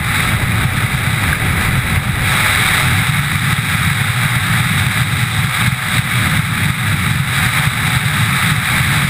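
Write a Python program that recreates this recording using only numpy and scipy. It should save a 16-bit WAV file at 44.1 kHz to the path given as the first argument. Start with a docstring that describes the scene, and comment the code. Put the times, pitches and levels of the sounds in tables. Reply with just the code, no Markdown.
"""A snowy field, crossed flat out by snowmobile, heard from inside a sealed housing on the rider's helmet.
Only the headwind is heard: shaped noise makes the low buffeting, the hiss coloured by air cavities
and the thin shell tones; short decaying swings make the hard gusts and two knocks.
Gain control ducks the sound after the hardest gusts and lets it back slowly;
a slow sample-and-hold converter mirrors the sound into the treble."""
import sys
import numpy as np
from scipy import signal
from scipy.fft import rfft, irfft, next_fast_len
from scipy.io import wavfile
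from scipy.ndimage import uniform_filter1d

SR = 44100
rng = np.random.default_rng(int(sys.argv[2]) if len(sys.argv) > 2 else 0)


def natural_amplitude(level_db):
    """Convert a level in decibels to a linear amplitude factor, elementwise."""
    exponent = np.asarray(level_db, float) / 20
    return 10 ** exponent


def unload_wav(signal):
    """Save mono or channel-first audio to the path in sys.argv[1] as 16-bit WAV at rate SR, clipped to [-1, 1]."""
    wavfile.write(
        sys.argv[1],
        SR,
        np.round(np.clip(np.atleast_2d(signal).T, -1, 1) * 32767).astype(np.int16),
    )


N = 400868


def evened(x):
    """Normalisation: scales to an rms of 1."""
    return x / np.sqrt(np.mean(x ** 2) + 1e-20)


def curve(rows):
    """Linear interpolation in time: one value a sample for each column after the first."""
    s, *columns = np.transpose(rows)
    return [np.interp(np.arange(N) / SR, s, c) for c in columns]


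def envelope(x):
    """Analytic signal: its magnitude is the momentary amplitude."""
    return abs(signal.hilbert(x, next_fast_len(N))[:N])


def spectrum(points, hz):
    """Spectral envelope: gain interpolated in decibels over log frequency."""
    f, db = np.transpose(points)
    return natural_amplitude(np.interp(np.log(hz + 1), np.log(f + 1), db, right=-120))


def resonances(modes, hz, steep):
    """Modal superposition: the powers of the resonance curves add; steep is the exponent of their skirts."""
    f, width, db = np.transpose(modes)[:, :, None]
    detuning = 2 * (hz - f) / width
    power = natural_amplitude(2 * db) / (1 + detuning ** 2) ** steep
    return np.sqrt(power.sum(0))


def wander(hz):
    """Low-passed noise: slow chance of rms 1, varying up to about hz."""
    lowpass = signal.butter(2, hz, fs=SR, output="sos")
    return evened(signal.sosfilt(lowpass, rng.standard_normal(N)))


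def coloured(shape, patchy_db):
    """Short-time synthesis: shaped noise of rms 1 whose spectrum has drifting patches."""
    frames, hz = N // 1024 + 5, np.fft.rfftfreq(4096, 1 / SR)
    real, imaginary, patches = rng.standard_normal((frames, 2049, 3)).T
    patches = uniform_filter1d(patches, 40, 0)  # smooth over frequency
    patches = evened(uniform_filter1d(patches, 3, 1))  # smooth over time
    bins = (real + 1j * imaginary) * shape(hz)[:, None] * natural_amplitude(patchy_db * patches)
    noise = signal.istft(bins, nperseg=4096, noverlap=3072)[1]
    return evened(noise[2048:N + 2048])


# the head rises into the airstream, turns through it, then tucks down; levels before gain control:
# time_s, hiss_db, brightness_db (upper cavities), buffeting_db, open_wind_db (against the buffeting)
AIRFLOW = [(0, -23, -9.5, -17, -6), (.15, -16.5, -7, -19, -4), (.4, -17.5, -9, -13.5, 5.5),
           (1.2, -15.5, -7.5, -14.5, 0.5), (1.4, -15.5, -9, -13, 1.5), (2.2, -16, -8, -12.5, 3),
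           (2.32, -13, -7.5, -17, -5), (2.8, -5.5, -6, -11, 1), (2.9, -10, -7.5, -7, -15),
           (3.4, -15, -6.5, -13, -27), (4.3, -13, -7.5, -13, -17), (5.2, -15, -6, -13, -13),
           (6.2, -12.5, -7.5, -10.5, -16), (7.2, -19, -7, -16, -16), (7.45, -13, -7, -15.5, -8),
           (8.2, -11, -6.5, -10, -18), (9.09, -13, -6.5, -13, -9)]
# air cavities in front of the microphone, relative levels: pitch_hz, nominal_width_hz, level_db
LOWER_CAVITIES = [(852, 92, -10.5), (1272, 273, -5), (1666, 470, -5), (1980, 165, -7), (2202, 510, -3),
                  (2860, 380, -21)]
UPPER_CAVITIES = [(3372, 320, -7), (3760, 495, -2.5), (4760, 350, -15), (5360, 1370, -20)]


def hiss():
    """Cavity resonance: turbulence at the port, fluttering as eddies pass, rings the cavities."""
    level_db, bright_db = curve(AIRFLOW)[:2]
    lower = coloured(lambda hz: resonances(LOWER_CAVITIES, hz, steep=1.62), patchy_db=0.22)
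    upper = coloured(lambda hz: resonances(UPPER_CAVITIES, hz, steep=2.05), patchy_db=0.03)
    flutter_db = 1.05 * wander(hz=141) + 0.52 * wander(hz=23.1)
    upper_flutter_db = 0.8 * flutter_db + 0.3 * wander(hz=200) + 0.49 * wander(hz=12)
    lower = lower * natural_amplitude(flutter_db)
    upper = upper * natural_amplitude(bright_db + upper_flutter_db)
    return natural_amplitude(level_db) * (lower + upper)


# thin shell ringing in the wind, relative levels: pitch_hz, nominal_width_hz, level_db
SHELL = [(395, 8, -2), (418, 8, 0), (529, 8, -1), (626, 14, 0), (750, 28, 4), (1990, 20, 9)]


def shell():
    """Structural modes: noise rings the narrow modes of the housing, shaken harder by open wind."""
    modes = resonances(SHELL, np.fft.rfftfreq(N, 1 / SR), steep=1.8)
    ringing = evened(irfft(rfft(rng.standard_normal(N)) * modes, N))
    level_db, _, _, open_db = curve(AIRFLOW)
    return ringing * natural_amplitude(level_db - 13 + 0.16 * open_db)  # 13 dB is taken off the hiss level


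# spectral densities of the push on the housing and of the raw wind, relative: pitch_hz, level_db
RUMBLE = [(30, -24), (59, -55), (85, -5.5), (105, 0.5), (128, 0.5), (169, -4), (205, -11), (260, -18.5),
          (370, -31.5), (560, -49), (900, -44)]
DEEP_WIND = [(15, -12), (30, -16), (58, -7.5), (92, 0), (150, -8.5), (240, -15.5), (400, -24.5),
             (700, -26.5), (1000, -26), (1400, -48)]
# brief changes of the push, nearly all lulls: centre_s, half_length_s (to 1/e of the change), change_db
LULLS = [(.05, .03, -10), (0.903, 0.019, -3), (1.04, .02, -8), (2.472, 0.028, -12), (3.065, 0.017, -14),
         (3.56, .015, -12), (4.126, 0.014, -10), (4.29, 0.012, -6), (4.938, 0.015, -12), (5.315, 0.035, -5),
         (5.557, .04, -13), (5.825, 0.15, -5.5), (6.116, .04, -5), (6.76, .03, -4), (7.344, 0.024, -6),
         (7.52, 0.02, -10), (7.626, 0.012, -10), (7.776, 0.029, 1), (7.99, 0.0075, -5), (8.403, 0.026, -12),
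         (8.666, 0.044, -5.5)]


def buffet():
    """Turbulent pressure: large eddies push; raw, deeper wind fades once the rider tucks behind the windshield."""
    push = coloured(lambda hz: spectrum(RUMBLE, hz), patchy_db=0.3)
    swing = uniform_filter1d(envelope(push), 300)
    push = evened(push / (swing + .2) ** .55)  # between hard gusts the push is even
    raw = coloured(lambda hz: spectrum(DEEP_WIND, hz), patchy_db=0.5)
    level_db, open_db = curve(AIRFLOW)[2:]
    t = np.arange(N) / SR
    lull_db = sum(db * np.exp(-((t - s) / half) ** 2) for s, half, db in LULLS)
    share = natural_amplitude(open_db)
    mix = natural_amplitude(lull_db) * push + share * raw
    return natural_amplitude(level_db) * mix / np.hypot(1, share)  # the sharing leaves the power as it was


def bumps(rows, turns, ring, ring_db):
    """Damped oscillation: a swing of a few cycles around its moment, then a softer ring; spans in cycles."""
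    out = np.zeros(N + SR)
    for (s, db, hz), phase in zip(rows, rng.random((len(rows), 1))):
        cycles = np.arange(-3 * turns, 3 * turns + 4 * ring, hz / SR)
        at = round((s - 3 * turns / hz) * SR)
        swing = np.exp(-(cycles / turns) ** 2)
        tail = (cycles > 0) * natural_amplitude(ring_db) * np.exp(-cycles / ring)
        tone = np.cos(2 * np.pi * (cycles + phase))
        out[at:at + len(cycles)] += natural_amplitude(db) * np.maximum(swing, tail) * tone
    return out[:N]


# knocks on the shell, envelope peak before gain control: centre_s, level_db, pitch_hz
KNOCKS = [(0.205, -4.5, 2100), (1.331, 1, 1604)]


def knocks():
    """Impact response: each blow sets off a short, high oscillation."""
    return bumps(KNOCKS, turns=3.5, ring=2.2, ring_db=-6)


# hard gusts, envelope peak before gain control: centre_s, level_db, pitch_hz
GUSTS = [(0.35, -2.5, 126), (0.501, -5.0, 125), (0.658, -1.8, 125), (0.778, -4.5, 138), (0.851, -1, 133.0),
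         (0.952, -1.3, 124), (1.076, -4, 130), (1.139, -4.5, 123.0), (1.54, -5, 121.0), (1.793, -0.5, 123),
         (1.926, -4.5, 148), (1.981, 0, 128), (2.097, -0.5, 130), (3.026, 0, 137), (3.098, 0.8, 126),
         (3.197, 0.5, 125), (3.359, -3, 135), (3.533, -0.5, 136.0), (3.59, -0.2, 135.0), (3.753, -2, 136.0),
         (3.818, -3.5, 126.0), (3.878, -2.5, 149), (3.917, -1, 133), (4.018, -1, 143.0), (4.104, -1.1, 125),
         (4.259, -2.5, 152), (4.369, -0.7, 130), (4.507, -4.5, 142.0), (4.609, -3.5, 124), (4.666, -3, 138),
         (4.717, -4.5, 154), (4.871, -1.5, 131), (5.021, -1, 128.0), (5.138, -1.7, 141.0), (5.237, 0, 127),
         (5.394, -5, 135.0), (5.448, -1, 131), (5.683, 2.8, 134), (5.729, 2.5, 130.0), (5.996, 2.5, 128),
         (6.397, 2, 138), (6.529, -2.9, 127), (6.666, -2.5, 136.0), (6.705, 0, 123), (6.945, -3.5, 131),
         (7.114, -5, 142), (7.16, -3.5, 138), (7.205, -2.5, 137), (7.469, -2.5, 126), (7.599, -4, 138.0),
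         (7.677, 3.5, 125), (7.883, -2.5, 160), (7.971, 1, 120), (8.063, 1.5, 132.0), (8.198, -6, 135),
         (8.236, -0.5, 122), (8.293, 0, 135), (8.522, 1.5, 144), (8.584, 1.5, 124.0), (8.811, -1.5, 126),
         (9.051, -0.6, 137)]


def hard_gusts():
    """Pressure transient: each gust is a low swing of about a cycle with a brief ring."""
    return bumps(GUSTS, turns=0.79, ring=2.2, ring_db=-5)


def scene():
    """Superposition, with masking built in: a hard gust takes the place of the buffeting while it lasts."""
    gusts = hard_gusts()
    swept = np.exp(-envelope(gusts) / 0.77)
    return (hiss() + shell() + swept * buffet() + knocks() + gusts)[None]


HOLD_HZ = 12000  # rate of the slow converter
SENSE_S, SMOOTH_S = 0.0038, 0.0052  # span of the power average, time constant of the gain
KNEE_DB, DUCK_SHARE = -11.5, 0.91  # onset, and share of the excess level taken away
HELD_FALL_DB_PER_S = 33.5  # how fast the held level sinks after a peak


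def gain_control(slow):
    """Dynamic range compression: gain falls fast above the knee and recovers slowly."""
    power = abs(uniform_filter1d(slow ** 2, round(SENSE_S * HOLD_HZ)))
    power_db = 10 * np.log10(power + 1e-9)
    fall_db = np.arange(len(slow)) * HELD_FALL_DB_PER_S / HOLD_HZ
    held_db = np.maximum.accumulate(power_db + fall_db) - fall_db
    over_db = np.maximum(held_db - KNEE_DB, 0)
    keep = np.exp(-1 / (SMOOTH_S * HOLD_HZ))
    return slow / natural_amplitude(DUCK_SHARE * signal.lfilter([1 - keep], [1, -keep], over_db))


def sample_and_hold(slow):
    """Spectral imaging: holding each sample until the next mirrors the sound above half the slow rate."""
    held = signal.resample_poly(np.repeat(slow, 4), 147, 160)  # 48000 Hz to SR
    held = np.pad(held, (0, 8))[:N]
    edge = signal.firwin(1023, 15270, window=("kaiser", 10), fs=SR)  # low-pass, Hz
    return signal.oaconvolve(held, edge, "same")


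def band_limit(x):
    """A steep low-pass at the top of the band."""
    return signal.sosfilt(signal.butter(12, 15920, fs=SR, output="sos"), x)


def record(dry):
    """Signal chain: slow sampling, gain control, soft saturation, then sample and hold."""
    slow = signal.resample_poly(dry[0], 40, 147)  # SR to HOLD_HZ
    ducked = gain_control(slow)
    ducked = ducked / (1 + abs(ducked / .92) ** 6) ** (1 / 6)  # the amplifier rounds off its highest peaks
    mix = sample_and_hold(ducked)[None]
    return band_limit(mix)


dry = scene()
out = record(dry)
unload_wav(out)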